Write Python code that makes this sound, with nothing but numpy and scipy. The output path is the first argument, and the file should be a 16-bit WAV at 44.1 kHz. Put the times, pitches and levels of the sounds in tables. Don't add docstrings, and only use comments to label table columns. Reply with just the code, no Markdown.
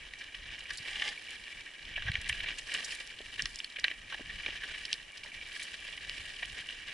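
import sys
import numpy as np
from scipy import signal
from scipy.fft import rfft, irfft
from scipy.io import wavfile
from scipy.ndimage import uniform_filter1d

SR = 44100
rng = np.random.default_rng(int(sys.argv[2]) if len(sys.argv) > 2 else 0)


def inscribe(sig):
    pcm = np.round(np.clip(np.atleast_2d(sig).T, -1, 1) * 32767)
    wavfile.write(sys.argv[1], SR, pcm.astype(np.int16))


N = 305613
T = np.arange(N) / SR

# start_s, crunch_db, grit_db
RIDE = [(0, -49.5, -63), (.3, -50, -63.5), (.6, -46.5, -62.5), (1.2, -47.5, -55), (1.86, -49.5, -61.5),
        (2.25, -44.5, -54.5), (2.92, -45, -49), (3.15, -48, -58.5), (3.55, -51, -52), (3.7, -52.5, -61),
        (4.05, -53, -63), (4.25, -46, -60), (4.66, -43, -56), (4.9, -47.5, -55.5), (5.08, -52, -63),
        (5.36, -47, -57.5), (6.5, -46.5, -54), (6.93, -45.5, -58.5)]
# middle_s, length_s (between half lifts), extra_crunch_db, extra_grit_db
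PATCHES = [(.76, 0.11, -1.5, 7.5), (0.897, 0.091, 6.5, 8), (1.061, 0.11, 8.5, 4), (2.084, 0.3, 3, -8),
           (2.478, 0.084, 5, -9), (2.766, 0.093, 8.5, 3.5), (2.917, 0.03, 7.5, 8), (3.395, 0.057, 9, 2.5),
           (3.895, 0.056, 8.5, 5), (4.118, 0.083, 5.5, 4), (4.498, 0.11, 2.5, 0.5), (5.593, 0.19, 2, 8),
           (6.184, 0.087, 4, 4), (6.586, 0.045, 8, 5)]
ROLL_DB, ROLL_IN_PATCH = -19, 0.14
# start_s, level_db
WIND = [(0, -57), (.25, -62.5), (.52, -54), (1.3, -61.5), (1.8, -62.5), (2.05, -49.5), (2.55, -55),
        (2.9, -64), (3.48, -54), (3.62, -67.5), (4.05, -63), (4.22, -57), (4.75, -55.5), (5.05, -61.5),
        (5.7, -64.5), (5.92, -54), (6.22, -56.5), (6.93, -60)]

# start_s, body_level_db, ring_hz, rattle_ms
KNOCKS = [(0.1359, -40, 2220, 2.2), (0.2123, -39.5, 2200, 10), (0.3465, -37, 2640, 5.4),
          (0.7063, -33, 1650, 4.1), (0.9565, -34, 3000, 5), (0.998, -33.5, 2740, 2.2),
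          (1.022, -27, 2100, 2.4), (1.962, -31.5, 2760, 6.5), (1.979, -34, 1780, 5.4),
          (2.023, -37.5, 1640, 1.6), (2.068, -33.5, 1630, 14), (2.084, -29, 1640, 7.6),
          (2.1175, -35.5, 2240, 3.5), (2.1548, -27.5, 2140, 2), (2.2956, -25.5, 2000, 3.7),
          (2.328, -32.5, 2770, 1), (2.405, -34, 2900, 3.5), (2.4632, -33.5, 2230, 9),
          (2.4859, -34, 2700, 2.8), (2.7467, -33, 3000, 13), (2.922, -37, 2530, 4), (3.395, -28, 1820, 4.8),
          (3.457, -33, 1600, 2.5), (3.6022, -36, 2930, 1.4), (3.645, -38.5, 3160, 2.5),
          (3.763, -34.5, 2490, 5.6), (3.787, -37, 2220, 4), (3.8434, -22.5, 2050, 5.2),
          (3.882, -30.5, 2400, 0.48), (3.9134, -34, 1970, 4.4), (4.125, -35.5, 1500, 4.7),
          (4.143, -36.5, 1590, 5.5), (4.297, -37, 1730, 15), (4.4623, -31, 2470, 1.2),
          (4.637, -34.5, 1560, 5.8), (4.741, -37.5, 1860, 10), (4.852, -37, 3280, 1.6),
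          (5.62, -41, 2240, 3.9), (5.977, -39, 2390, 3), (6.096, -37, 2630, 0.61), (6.428, -31, 1870, 5.6),
          (6.689, -35.5, 2800, 1.8)]
CRACK_DB, CRACK_GROWTH = -46, 0.1
LESSER_DB, LESSER_SPREAD_DB = 3, 1
LESSER_LOW_HZ, LESSER_HIGH_HZ, LESSER_MS = 1960, 3170, 3.3
# start_s, ping_level_db, ring_hz, rattle_ms
TICKS = [(.19, -55, 5800, 10), (.592, -55.5, 6430, 3.5), (0.705, -44, 4860, 3.5), (.733, -53, 8400, 5.6),
         (.774, -45.5, 7600, 3.4), (0.7823, -41.5, 4800, 3.6), (1.0902, -44, 4700, .6),
         (1.307, -51.5, 7160, 0.26), (2.117, -46, 3900, 2.3), (2.2149, -49.5, 7300, 2.5),
         (2.291, -38.5, 8400, 5), (2.586, -43, 6600, 6), (2.7403, -39, 7840, 2.6), (2.847, -37, 6400, 7.5),
         (2.95, -47, 8700, 4.4), (3.0748, -53, 5500, .3), (3.422, -34.5, 5600, 0.17),
         (3.4567, -35.5, 5200, 1.4), (3.5586, -43.5, 5960, 0.74), (3.589, -43, 5760, 2.8),
         (3.645, -41.5, 4650, 1.9), (3.797, -44, 5400, 2.4), (3.8421, -27.5, 3980, 1.05),
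         (4.853, -40.5, 5000, 3), (4.9291, -30, 5250, .4), (4.9302, -29.5, 2960, 1.5),
         (4.94, -41.5, 4840, 1), (5.175, -50, 5370, 4.3), (5.241, -53, 5000, 1.9), (5.6285, -43, 7600, 7.1),
         (6.096, -46, 5200, 0.72)]
SNAP_DB, SNAP_GROWTH = -27.5, 0.45
# start_s, level_db, ring_hz
CLUNKS = [(1.978, -46, 700), (2.084, -46.5, 800), (3.204, -47, 476), (3.393, -66, 378), (3.785, -54.5, 486),
          (3.844, -51.5, 404), (3.912, -53, 460), (4.125, -44, 1130), (4.145, -48.5, 760),
          (4.196, -48, 405), (4.206, -45.5, 303), (4.461, -47.5, 485), (4.486, -45, 370),
          (5.249, -53.5, 890), (6.428, -47, 870)]
# middle_s, peak_db, pitch_hz
THUMPS = [(.805, -45, 110), (2.0584, -34.5, 76), (2.077, -35, 80), (2.1008, -26, 96), (2.148, -39, 80),
          (2.189, -36.5, 67), (2.307, -39, 65), (2.323, -38, 74), (6.205, -44.5, 55)]
# start_s, level_db
SCRAPE = [(.84, -55), (.87, -55), (.94, -47.5), (1.03, -43.5), (1.09, -38), (1.13, -52.5)]
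# centre_hz, bandwidth_hz, relative_db
SCRAPE_MODES = [(530, 32, -14), (838, 44, -7), (1180, 27, -7), (1770, 35, 1), (2100, 56, 3.5),
                (3200, 290, -2.5), (4730, 280, -11)]

# frequency_hz, relative_db
CASE = [(100, -30), (400, -21.5), (1000, -13.5), (1380, -11.5), (1660, 4), (2100, -5.5), (2600, -5),
        (3150, 1), (3600, -5), (4000, -3), (4400, -13.5), (5500, -9), (6500, -16), (11000, -47.5)]
# centre_hz, half_width_hz, lift_db
CASE_MODES = [(1155, 44, 8), (1898, 86, 7.5), (2322, 122, 10), (2854, 214, 8.5), (4670, 210, 5)]
# centre_hz, half_width_hz, lift_db
TICK_MODES = [(2980, 200, -13.5), (3870, 310, 5)]
# frequency_hz, relative_db
GRIT = [(500, -36), (1400, -22), (2000, -1), (3500, 5), (5400, 3.5), (6600, -3), (7200, 0), (7600, 0),
        (8200, -1), (11000, -2.5)]
# frequency_hz, relative_db
ROLL = [(60, -14), (180, -1.5), (300, 0.5), (600, 2), (1100, -6.5), (1600, -23.5), (4000, -47)]
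# frequency_hz, relative_db
AIR = [(10, -10.5), (28, 6.5), (58, -3.5), (120, -9.5), (200, -16), (400, -29.5), (1500, -86)]
# frequency_hz, relative_db
HISS = [(60, -18.5), (250, 6), (600, 0), (1300, 1.5), (3000, -37), (6000, -5.5), (11000, -11)]

TOP_HZ = 11100
LEAD_S = .02
RIGHT_DB = .3


def undb(db):
    return 10 ** (np.asarray(db) / 20)


def unit(x):
    return x / np.sqrt(np.mean(x ** 2))


def response(points, modes=(), size=4096):
    hz = np.maximum(np.arange(size // 2 + 1) * SR / size, 1)
    f, level_db = np.transpose(points)
    db = np.interp(np.log(hz), np.log(f), level_db)
    for centre_hz, half_width_hz, lift_db in modes:
        db = db + lift_db / (1 + ((hz - centre_hz) / half_width_hz) ** 2)
    cepstrum = irfft(np.log(undb(db)))
    cepstrum[1:size // 2] *= 2
    cepstrum[size // 2 + 1:] = 0
    return irfft(np.exp(rfft(cepstrum)))[:size // 2]


def through(x, ir):
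    return signal.fftconvolve(x, ir[None], axes=1)[:, :x.shape[1]]


def ring(x, hz, q):
    b, a = signal.iirpeak(min(hz, SR / 3), max(q, .5), fs=SR)
    return signal.lfilter(b, a, x)


def stereo(mid, side):
    return np.array([mid + side, mid - side])


def walk(rate):
    hold = int(SR / rate)
    steps = np.repeat(rng.standard_normal(N // hold + 1), hold)
    return unit(uniform_filter1d(steps, hold)[:N])


def add(out, s, x):
    i = max(int(s * SR), 0)
    out[:, i:i + x.shape[1]] += x[:, :N - i]


def burst(x, db):
    return x * undb(db) / np.sqrt(np.sum(x ** 2) / 2 / (.007 * SR))


def grains(per_s, spread_db, width):
    size = undb(spread_db * np.minimum(rng.standard_exponential(N), 5))
    struck = rng.random(N) < per_s / SR
    clicks = struck * size * rng.choice([-1, 1], N)
    return stereo(clicks, clicks * width * rng.standard_normal(N))


def pebbles(low_hz, high_hz, width_hz, per_s, spread_db, count=12):
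    out = 0
    for hz in np.geomspace(low_hz, high_hz, count):
        hits = grains(per_s, spread_db, width=.15 + hz / 24000)
        out = out + unit(ring(hits, hz, q=hz / width_hz))
    return unit(out)


def contact(rattle_ms, rattle, tail_db, tail_s, scuff_s, width, size=4096):
    t = np.arange(size) / SR - LEAD_S
    chatter = rng.standard_normal((2, size)) * rng.standard_exponential((2, size))
    skewed_ms = np.where(t < 0, 3 * t, t) * 1000
    rebounds = np.exp(-(skewed_ms / max(rattle_ms, .2)) ** 2 / 2)
    shiver = np.exp(np.where(t < 0, t / scuff_s, -t / tail_s))
    envelope = rattle * rebounds / np.linalg.norm(rebounds) + undb(tail_db) * shiver / np.linalg.norm(shiver)
    mid, side = chatter * envelope
    mid[int(LEAD_S * SR)] += 1 / max(rattle_ms, .5)
    lag = .42 * rng.choice([-1, 1]) * np.gradient(mid)
    return stereo(mid, width * side + lag)


def ground():
    s, trail_crunch_db, trail_grit_db = np.transpose(RIDE)
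    middle, length, more_crunch_db, more_grit_db = np.transpose(PATCHES)
    inside = .5 ** ((2 * (T[:, None] - middle) / length) ** 2)
    stony_db = inside @ more_crunch_db
    crunch_db = np.interp(T, s, trail_crunch_db) + stony_db
    grit_db = np.interp(T, s, trail_grit_db) + inside @ more_grit_db
    roll_db = crunch_db + ROLL_DB + ROLL_IN_PATCH * stony_db
    return crunch_db, grit_db, roll_db


def tyres(case, crunch_db, grit_db, roll_db):
    clumps = walk(rate=90)
    gravel = unit(grains(per_s=2400, spread_db=0.4, width=0.35))
    stones = pebbles(low_hz=1612, high_hz=4140, width_hz=320, per_s=40, spread_db=2.0)
    crunch = unit(through((gravel + 0.37 * stones) * undb(2.34 * clumps), case))

    sand = unit(grains(per_s=4000, spread_db=-2.0, width=1.0))
    specks = unit(grains(per_s=110, spread_db=4.2, width=.35))
    chips = pebbles(low_hz=3300, high_hz=10200, width_hz=320, per_s=90, spread_db=2.7)
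    spray = (sand + .65 * chips) * undb(1.8 * clumps) + .65 * specks
    grit = unit(through(spray, response(GRIT)))

    knobs = grains(per_s=1400, spread_db=3, width=.55) * undb(2 * clumps)
    roll = unit(through(knobs, response(ROLL)))
    return crunch * undb(crunch_db) + grit * undb(grit_db) + roll * undb(roll_db)


def chain(case, crunch_db):
    shakes = grains(per_s=65, spread_db=3.5, width=0.068)
    chinks = unit(through(ring(shakes, hz=2314, q=18), case))
    return chinks * undb(np.minimum(crunch_db, -48) - 7.5)


def air():
    mid, side = rng.standard_normal((2, N))
    puffs = undb(3.5 * walk(rate=24))
    buffet = unit(through(stereo(mid, 0.054 * side) * puffs, response(AIR)))
    hiss = unit(through(rng.standard_normal((2, N)), response(HISS)))
    return buffet * undb(np.interp(T, *np.transpose(WIND))) + undb(-62) * hiss


def lesser_knocks(crunch_db, count=28):
    when, ring_share, strength = rng.random((count, 3)).T
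    s = (np.arange(count) + when) / count * T[-1]
    db = np.interp(s, T, crunch_db) + LESSER_DB + LESSER_SPREAD_DB * (2 * strength - 1)
    ring_hz = LESSER_LOW_HZ + ring_share * (LESSER_HIGH_HZ - LESSER_LOW_HZ)
    return [(at, level, hz, LESSER_MS) for at, level, hz in zip(s, db, ring_hz)]


def knocks(out, case, sharp, crunch_db):
    for s, db, hz, ms in KNOCKS + lesser_knocks(crunch_db):
        blow = contact(ms, rattle=.5, tail_db=-13, tail_s=.018, scuff_s=.005, width=.22)
        body = through(ring(blow, hz, q=4.0) + 0.36 * blow, case)
        crack = through(ring(blow, hz=4700, q=2.4), sharp)
        add(out, s - LEAD_S, burst(body, db) + burst(crack, CRACK_DB + CRACK_GROWTH * db))


def ticks(out, sharp):
    for s, db, hz, ms in TICKS:
        blow = contact(ms, rattle=.55, tail_db=-14, tail_s=.008, scuff_s=.0015, width=.22)
        q = (8600 / hz) ** 2
        ping = through(ring(ring(blow, hz, q), hz, q / 2), sharp)
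        snap = through(blow, sharp)
        add(out, s - LEAD_S, burst(ping, db) + burst(snap, SNAP_DB + SNAP_GROWTH * db))


def clunks(out):
    for s, db, hz in CLUNKS:
        blow = contact(rattle_ms=4, rattle=.3, tail_db=-17, tail_s=.012, scuff_s=.003, width=.4)
        add(out, s - LEAD_S, burst(ring(ring(blow, hz, q=1.23), hz, q=0.67), db))


def clatter(case, crunch_db):
    out, sharp = np.zeros((2, N)), response(GRIT, TICK_MODES)
    knocks(out, case, sharp, crunch_db)
    ticks(out, sharp)
    clunks(out)
    return out


def jolts(size=4096):
    out, t = np.zeros((2, N)), (np.arange(size) - size / 2) / SR
    for s, db, hz in THUMPS:
        u = (np.pi * hz * t) ** 2
        push = (2 * u - 1) * np.exp(-u)
        add(out, s + t[0], undb(db) * push * np.ones((2, 1)))
    return out


def scrape():
    slips = grains(per_s=3700, spread_db=4.5, width=0.09)
    body = sum(undb(db) * ring(slips, hz, hz / width) for hz, width, db in SCRAPE_MODES)
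    return unit(body) * undb(np.interp(T, *np.transpose(SCRAPE), left=-np.inf, right=-np.inf))


def scene():
    case = response(CASE, CASE_MODES)
    crunch_db, grit_db, roll_db = ground()
    bike = tyres(case, crunch_db, grit_db, roll_db) + chain(case, crunch_db)
    bike = bike + clatter(case, crunch_db) + scrape()
    return bike * undb([[-RIGHT_DB], [RIGHT_DB]]) + air() + jolts()


def record(dry):
    low_pass = signal.ellip(12, .2, 70, TOP_HZ, fs=SR, output="sos")
    return signal.sosfilt(low_pass, dry)


dry = scene()
out = record(dry)
inscribe(out)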